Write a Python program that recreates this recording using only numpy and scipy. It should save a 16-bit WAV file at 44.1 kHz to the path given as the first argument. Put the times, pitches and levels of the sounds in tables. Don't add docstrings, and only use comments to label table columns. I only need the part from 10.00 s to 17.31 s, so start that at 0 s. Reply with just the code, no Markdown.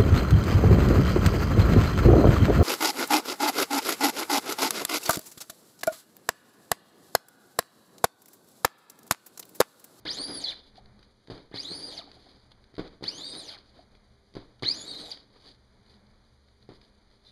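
import sys
import numpy as np
from scipy import signal
from scipy.fft import rfft, irfft, next_fast_len
from scipy.io import wavfile
from scipy.ndimage import uniform_filter1d, map_coordinates

SR = 44100
rng = np.random.default_rng(int(sys.argv[2]) if len(sys.argv) > 2 else 0)


def generate_wav(signal):
    frames = np.transpose(np.atleast_2d(signal))
    scaled = np.clip(frames, -1, 1) * 32767
    pcm = np.round(scaled).astype(np.int16)
    wavfile.write(sys.argv[1], SR, pcm)


N = 322429

# time_s, thread_rate_hz, skew_ratio, whistle_db, weave_db
PULLS = [
    [(.055, 1115, 0.04, -30, -50), (.09, 3550, .03, -27, -34.5), (.115, 5110, 0.01, -22, -42),
     (.15, 6790, 0.06, -19, -39.5), (.2, 8840, 0.01, -23.5, -33), (.24, 9600, .04, -16.5, -32),
     (.285, 10430, 0.06, -24, -37.5), (.375, 10000, 0.07, -15, -35), (.405, 8080, 0.03, -19, -43),
     (.443, 4604, 0.01, -28, -45), (.46, 3743, 0.06, -28, -46), (.48, 3760, 0.1, -27.5, -54),
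     (.495, 3973, 0.01, -23, -50), (.512, 2996, 0.03, -32.5, -51), (.545, 815, .02, -51, -60)],
    [(1.515, 1203, .1, -46, -52), (1.55, 2300, .05, -45, -56), (1.585, 4196, .03, -34.5, -46),
     (1.62, 5570, 0.03, -26, -46), (1.655, 7440, 0.05, -29.5, -35), (1.76, 9560, .03, -25.5, -37),
     (1.8, 9870, 0.06, -28, -38), (1.84, 9350, 0.01, -32, -36.5), (1.87, 9790, 0.02, -29, -37.5),
     (1.9, 8506, .08, -27, -44), (1.93, 7254, .1, -37, -42), (1.965, 5590, 0.04, -31, -42),
     (2.0, 3286, 0.01, -39, -50), (2.03, 1506, 0.05, -54, -43)],
    [(3.025, 1005, .05, -45, -56), (3.065, 3640, 0, -32.5, -40), (3.09, 4800, 0.03, -24, -42),
     (3.12, 5730, 0.03, -34, -37), (3.17, 6350, 0.01, -26, -42.5), (3.25, 8340, 0.11, -28.5, -35),
     (3.3, 8550, .11, -23, -39.5), (3.34, 8570, 0.15, -31, -38), (3.39, 9360, 0.12, -23, -40),
     (3.44, 7010, 0.11, -30, -47), (3.48, 5400, 0.04, -30, -40), (3.505, 3365, 0.04, -44, -45.5),
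     (3.55, 2400, 0.12, -46, -54), (3.585, 900, .05, -49, -54)],
    [(4.625, 894, .05, -32, -55), (4.64, 2218, 0, -27.5, -46), (4.66, 3820, 0.05, -24.5, -35),
     (4.717, 4905, 0, -19.5, -41), (4.73, 5200, 0.02, -24, -40), (4.77, 7055, 0.04, -28.5, -48),
     (4.82, 6750, 0, -18.5, -46), (4.86, 7750, 0.01, -27, -44), (4.905, 8600, 0.11, -22, -36.5),
     (4.95, 7575, 0.03, -33, -37.5), (5.01, 8510, .05, -26.5, -43), (5.05, 7645, 0.03, -34, -43),
     (5.09, 7700, 0.01, -27, -48), (5.12, 4513, .02, -29, -47), (5.145, 1800, 0.03, -58, -62)],
    [(7.245, 3710, .04, -62.5, -80), (7.27, 3880, .06, -53, -75), (7.31, 3800, 0.04, -59, -77)],
]
# thread_rate_multiple, relative_db
OVERTONES = [(1.5, -9.5), (2, -9)]
# start_s, stop_s, scrape_db, drum_db, hiss_db
GRIPS = [(.055, 0.508, -38.5, -41.5, -36.5), (1.54, 1.976, -42, -43, -37), (3.028, 3.524, -42, -45, -38),
         (4.625, 5.115, -41, -43.5, -37), (7.245, 7.29, -59, -62, -51.5)]
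# scrape_t60_s, drum_t60_s, hiss_t60_s
RELEASE_T60_S = (0.29, 0.48, 0.21)
# start_s, scrape_db, drum_db, sway_db, shudder_db
LANDINGS = [(.056, -50, -31.5, -59, -40), (1.301, -48, -35.5, -38, -33.5), (1.54, -52, -38, -62, -41),
            (2.782, -57, -34, -28, -46), (3.03, -43, -33, -57, -43), (4.357, -56, -38.5, -31, -44),
            (4.627, -43, -31.5, -60, -40), (6.693, -62, -44.5, -44, -40)]
# scrape_t60_s, drum_t60_s, hiss_t60_s, sway_t60_s
LANDING_T60_S = (.4, .5, .4, 0.46)
# centre_s, length_s, scrape_db, drum_db, sway_db
BRUSHES = [(0.674, .08, -58.5, -61, -49), (0.769, 0.088, -59, -51.5, -58), (0.848, 0.073, -77, -66, -44.5),
           (1.038, .2, -69, -58, -54), (2.076, .08, -74, -50, -65), (2.151, .07, -53.5, -54, -65),
           (2.254, 0.42, -57.5, -51.5, -52), (2.518, 0.036, -59.5, -55, -67), (2.864, .12, -59, -46.5, -52),
           (3.694, 0.076, -59.5, -58, -55), (3.788, 0.13, -60, -47, -60), (3.957, 0.072, -69, -56.5, -54),
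           (5.376, 0.2, -64, -52, -60), (5.476, 0.19, -52, -50.5, -57), (5.924, 0.13, -57.5, -65.5, -61),
           (6.64, 0.13, -72, -66, -62.5), (6.75, 0.057, -55.5, -53, -54), (6.837, 0.088, -63, -55, -62),
           (7.134, 0.19, -67.5, -64.5, -43), (7.26, 0.12, -72, -64, -54)]
# scrape_db, drum_db, hiss_db, sway_db
REST_DB = (-74.5, -63.5, -59.5, -64.5)
# freq_hz, density_db
SCRAPE_SPECTRUM = [(500, -28), (800, 1.5), (1300, -6.5), (1800, 0), (3000, 3.5), (5600, 5.5), (6200, -40)]
HISS_SPECTRUM = [(5000, -34.5), (5800, 0), (8000, 1), (12000, 1)]
SWAY_SPECTRUM = [(10, -4.5), (25, 0.5), (50, -6.5), (90, -33)]
ROOM_SPECTRUM = [(12, -39.5), (20, 5.5), (71, -1), (92, -6.5), (124, 1.5), (154, -20), (208, 0),
                 (287, -24.5), (396, -14.5), (2400, -28.5), (3120, -77), (5280, -120)]
# freq_hz, width_hz, gain_db
MESH_MODES = [(162, 80, -4), (288.7, 53, 3.5), (403, 167, -7), (816, 990, -36)]
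FRAME_MODES = [(40, 19, -9), (121.5, 23, -1), (181, 34.9, 2), (314, 102, 3.5), (407, 123, 1.5),
               (629, 180, -5.5), (1624, 600, -25.5)]
# start_s, level_db, crack_relative_db
KNOCKS = [(0.052, -34, -4), (0.055, -27, -10), (0.992, -47.5, -6), (1.283, -36, -31), (1.3, -26.5, -37),
          (1.307, -35, -26), (1.311, -30, -30), (1.318, -25, -23), (1.378, -35.5, -12.5),
          (1.514, -35.5, -22), (1.542, -24.5, -19), (1.703, -32, -28), (1.715, -29, -28), (1.989, -43.5, 6),
          (2.741, -39, -18), (2.781, -21.5, -26), (2.794, -15.5, -28.5), (3.01, -36.5, -31),
          (3.025, -25, -31), (3.039, -24.5, -3.5), (4.339, -44.5, -5), (4.352, -30.5, -12),
          (4.36, -38, -20), (4.367, -21.5, -37), (4.624, -25, -8), (4.632, -18, -14.5), (6.69, -31.5, -21),
          (6.719, -37, -23)]
# start_s, level_db
INK_TICKS = [(0.7572, -48.5), (0.8579, -54), (1.0281, -50), (1.273, -48), (2.1156, -43), (2.5172, -45),
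             (2.6409, -52), (2.7526, -46.5), (2.7656, -45), (2.8764, -47), (3.9514, -52.5), (4.5955, -52.5),
             (5.1731, -43), (5.3023, -61), (5.8621, -57), (6.0676, -61), (6.4852, -56.5), (6.6263, -56.5),
             (6.8144, -50), (7.1127, -59), (7.2489, -62)]
# start_s, level_db, pitch_hz
INK_POPS = [(0.78, -47, 693), (1.993, -43.5, 621), (2.075, -53, 719), (2.167, -55, 680), (2.265, -56, 680),
            (3.79, -48, 643)]
# freq_hz, t60_s
WALL_DECAY = [(100, 0.41), (1000, 0.47), (4000, 0.37), (10000, .18)]
# pitch_hz, level_db
HUM_LINES = [(70.0, -70.5), (118.4, -74.5), (209.9, -89), (398.4, -81)]
# freq_hz, gain_db
MIC_RESPONSE = [(20, -13.5), (1000, -8.5), (2300, -6.5), (3000, -5), (3800, -1), (4600, 1.5), (4950, -1.5),
                (5150, -12.5), (6900, -20.5), (8300, -22), (10000, -21), (10700, -30), (11300, -23),
                (12000, -39.5)]
CODER_DIPS = [(2702, 700), (5520, 460), (7870, 1800), (10960, 590)]

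ENDS_HZ = 3810
DRAG_HZ, SCRAPE_DB_PER_KHZ, DRUM_DB_PER_KHZ = 4020, -1, 1.03
BITE_S, HISS_BITE_S = .006, 0.028
LIGHT_HISS_DB = 3
SHUDDER_T60_S, SHUDDER_CUTOFF_HZ = .3, 260
TREBLE_CUTOFF_HZ = 11930


def whistle():
    out = np.zeros(N)
    for pull in PULLS:
        time_s, *columns = np.transpose(pull)
        span = np.arange(round(time_s[0] * SR), round(time_s[-1] * SR))
        curves = [uniform_filter1d(np.interp(span / SR, time_s, c), size=300) for c in columns]
        rate_hz, skew, whistle_db, weave_db = curves
        ends_share = np.clip((ENDS_HZ / rate_hz) ** 2.5, 0, 1)
        tone = np.sqrt(1 - ends_share) * fuzzy_tone(rate_hz, 300)
        tone += np.sqrt(ends_share) * blade_ends(rate_hz, skew)
        tone += sum(amp(db) * fuzzy_tone(multiple * rate_hz, 800) for multiple, db in OVERTONES)
        weave = blade_ends(rate_hz / 2, skew) + 2.6 * skew * fuzzy_tone(rate_hz / 2, 500, steady=0)
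        fade = signal.windows.tukey(len(span), .03)
        out[span] += fade * (amp(whistle_db) * tone + amp(weave_db) * weave)
    return out


def blade_ends(hz, skew):
    return (fuzzy_tone(hz * (1 - skew), 250) + fuzzy_tone(hz * (1 + skew), 250)) / np.sqrt(2)


def friction(scrape_gain, hiss_gain):
    grit = wobble(60) + 0.96 * wobble(300)
    scrape = scrape_gain * unit_rms(amp(2.6 * grit) * noise(SCRAPE_SPECTRUM))
    hiss = hiss_gain * unit_rms(amp(1.2 * grit) * noise(HISS_SPECTRUM))
    return scrape + hiss


def mesh_drum():
    rub = amp(2.0 * wobble(30)) * rng.standard_normal(N)
    drone = unit_rms(filtered(rub, resonances(MESH_MODES)))
    shortening = blade_travel() ** 2.2
    ahead = fuzzy_tone(330 + 400 * shortening, 520, steady=0)
    return np.sqrt(1 - 0.63 * shortening) * drone + 0.86 * np.sqrt(shortening) * ahead


def blade_travel():
    out = np.zeros(N)
    for pull in PULLS:
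        time_s, rate_hz = np.transpose(pull)[:2]
        span = np.arange(round(time_s[0] * SR), round(time_s[-1] * SR))
        crossed = np.cumsum(np.interp(span / SR, time_s, rate_hz))
        out[span] = crossed / crossed[-1]
    return out


def contact_gains():
    def column(*values):
        return np.array(values)[:, None]

    def touch_power(scrape_db, drum_db, sway_db):
        return amp(column(scrape_db, drum_db, scrape_db + LIGHT_HISS_DB, sway_db)) ** 2

    t = np.arange(N) / SR
    power = amp(column(*REST_DB)) ** 2 * np.ones(N)
    for pull, (start_s, stop_s, *levels_db) in zip(PULLS, GRIPS):
        time_s, rate_hz = np.transpose(pull)[:2]
        gain = amp(column(*levels_db) - 60 * np.maximum(t - stop_s, 0) / column(*RELEASE_T60_S))
        gain *= 1 - np.exp(-np.maximum(t - start_s, 0) / column(BITE_S, BITE_S, HISS_BITE_S))
        excess_khz = np.maximum(np.interp(t, time_s, rate_hz) - DRAG_HZ, 0) / 1000
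        gain[:2] *= amp(column(SCRAPE_DB_PER_KHZ, DRUM_DB_PER_KHZ) * excess_khz)
        power[:3] += gain ** 2
    for start_s, *levels_db, _ in LANDINGS:
        decay = amp(-60 * np.abs(t - start_s) / column(*LANDING_T60_S))
        power += (t > start_s) * touch_power(*levels_db) * decay ** 2
    for centre_s, length_s, *levels_db in BRUSHES:
        power += np.exp(-(4 * (t - centre_s) / length_s) ** 2) * touch_power(*levels_db)
    return np.sqrt(power)


def frame_knocks():
    blows, cracks = np.zeros((2, N + SR))
    t = np.arange(SR // 10) / SR
    push = t * np.exp(-t / 0.00055)
    for start_s, level_db, crack_db in KNOCKS:
        rattle = 0.0067 * rng.standard_normal(len(t)) * amp(-60 * t / 0.097)
        crack = rng.standard_normal(len(t)) * amp(-60 * t / 0.021)
        add_at(blows, start_s, -amp(level_db + 43.5) * (push / push.sum() + rattle))
        add_at(cracks, start_s, amp(level_db + crack_db + 10) * crack)
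    return filtered(blows, resonances(FRAME_MODES)) + cracks[:N]


def frame_shudder():
    t = np.arange(N) / SR
    gain = sum((t > start_s) * amp(level_db - 60 * np.abs(t - start_s) / SHUDDER_T60_S)
               for start_s, *_, level_db in LANDINGS)
    frame = resonances(FRAME_MODES)
    shake = filtered(rng.standard_normal(N), lambda hz: frame(hz) / (1 + (hz / SHUDDER_CUTOFF_HZ) ** 4))
    return gain * unit_rms(shake)


def ink():
    ticks, pops = np.zeros((2, N + SR))
    t = np.arange(SR // 20) / SR
    for start_s, level_db in INK_TICKS:
        add_at(ticks, start_s, amp(level_db + 11 - 60 * t / 0.02) * rng.standard_normal(len(t)))
    for start_s, level_db, pitch_hz in INK_POPS:
        envelope = amp(level_db + 16 - 60 * t / 0.048) * (1 - np.exp(-t / 0.0012))
        cycles = pitch_hz * (t + 7 * t * t)
        add_at(pops, start_s, envelope * np.sin(2 * np.pi * cycles))
    return filtered(ticks, lambda hz: 1 / (1 + 1j * hz / 6000)) + pops[:N]


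def table_sway():
    return amp(3 * wobble(3.5)) * noise(SWAY_SPECTRUM)


def wall_echo(x):
    hz, t, spectrum = signal.stft(rng.standard_normal(SR // 2), SR, nperseg=256)
    decay = amp(-60 * t / log_interp(WALL_DECAY, hz)[:, None])
    tail = signal.istft(spectrum * decay, SR, nperseg=256)[1]
    return signal.fftconvolve(np.pad(x, (200, 0)), tail / np.linalg.norm(tail))[:N]


def room_tone():
    hum = sum(amp(db + 14) * fuzzy_tone(np.full(N, float(hz)), 5) for hz, db in HUM_LINES)
    air = amp(-52 + 1.5 * wobble(3.3)) * noise(ROOM_SPECTRUM)
    return air + amp(-64) * rng.standard_normal(N) + hum


def fuzzy_tone(hz, blur_hz, steady=1.25):
    drift = steady + wobble(blur_hz, len(hz)) + 1j * wobble(blur_hz, len(hz))
    waver = 1 + 0.00489 * wobble(45.1, len(hz))
    carrier = np.exp(2j * np.pi * np.cumsum(hz * waver) / SR)
    return np.real(unit_rms(drift) * carrier) * (hz < SR / 3)


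def wobble(rate_hz, size=N):
    knots = rng.standard_normal(int(size * rate_hz / SR) + 4)
    return map_coordinates(knots, [np.arange(size) * rate_hz / SR])


def noise(spectrum):
    points = spectrum + [(SR / 2, -120)]
    return unit_rms(filtered(rng.standard_normal(N), lambda hz: amp(log_interp(points, hz))))


def resonances(modes):
    return lambda hz: sum(amp(db) * 1j * hz * width / (centre ** 2 - hz ** 2 + 1j * hz * width)
                          for centre, width, db in modes)


def minimum_phase(gain_db):
    cepstrum = irfft(gain_db * np.log(10) / 20)
    half = len(cepstrum) // 2
    cepstrum[1:half] *= 2
    cepstrum[half + 1:] = 0
    return np.exp(rfft(cepstrum))


def filtered(x, response):
    size = 2 * next_fast_len(N // 2 + SR // 4)
    return irfft(rfft(x, size) * response(np.fft.rfftfreq(size, 1 / SR)), size)[..., :N]


def log_interp(points, hz):
    freq_hz, values = np.transpose(points)
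    return np.interp(np.log(hz + 1), np.log(freq_hz + 1), values)


def add_at(track, start_s, sound):
    track[round(start_s * SR):][:len(sound)] += sound


def unit_rms(x):
    return x / np.sqrt(np.mean(np.abs(x) ** 2) + 1e-20)


def amp(db):
    return 10 ** (np.asarray(db) / 20)


def scene():
    screen = whistle() + frame_knocks() + ink()
    echo = amp(-13) * wall_echo(screen)
    scrape_gain, drum_gain, hiss_gain, sway_gain = contact_gains()
    rubbing = friction(scrape_gain, hiss_gain) + drum_gain * mesh_drum() + sway_gain * table_sway()
    return (screen + echo + rubbing + frame_shudder() + room_tone())[None]


def record(dry):
    def response(hz):
        colour = minimum_phase(log_interp(MIC_RESPONSE, hz))
        dips = [(centre ** 2 - hz ** 2) / (centre ** 2 - hz ** 2 + 1j * hz * width)
                for centre, width in CODER_DIPS]
        return colour * np.prod(dips, axis=0) * (hz < TREBLE_CUTOFF_HZ)

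    return filtered(dry, response)


dry = scene()
out = record(dry)
generate_wav(out)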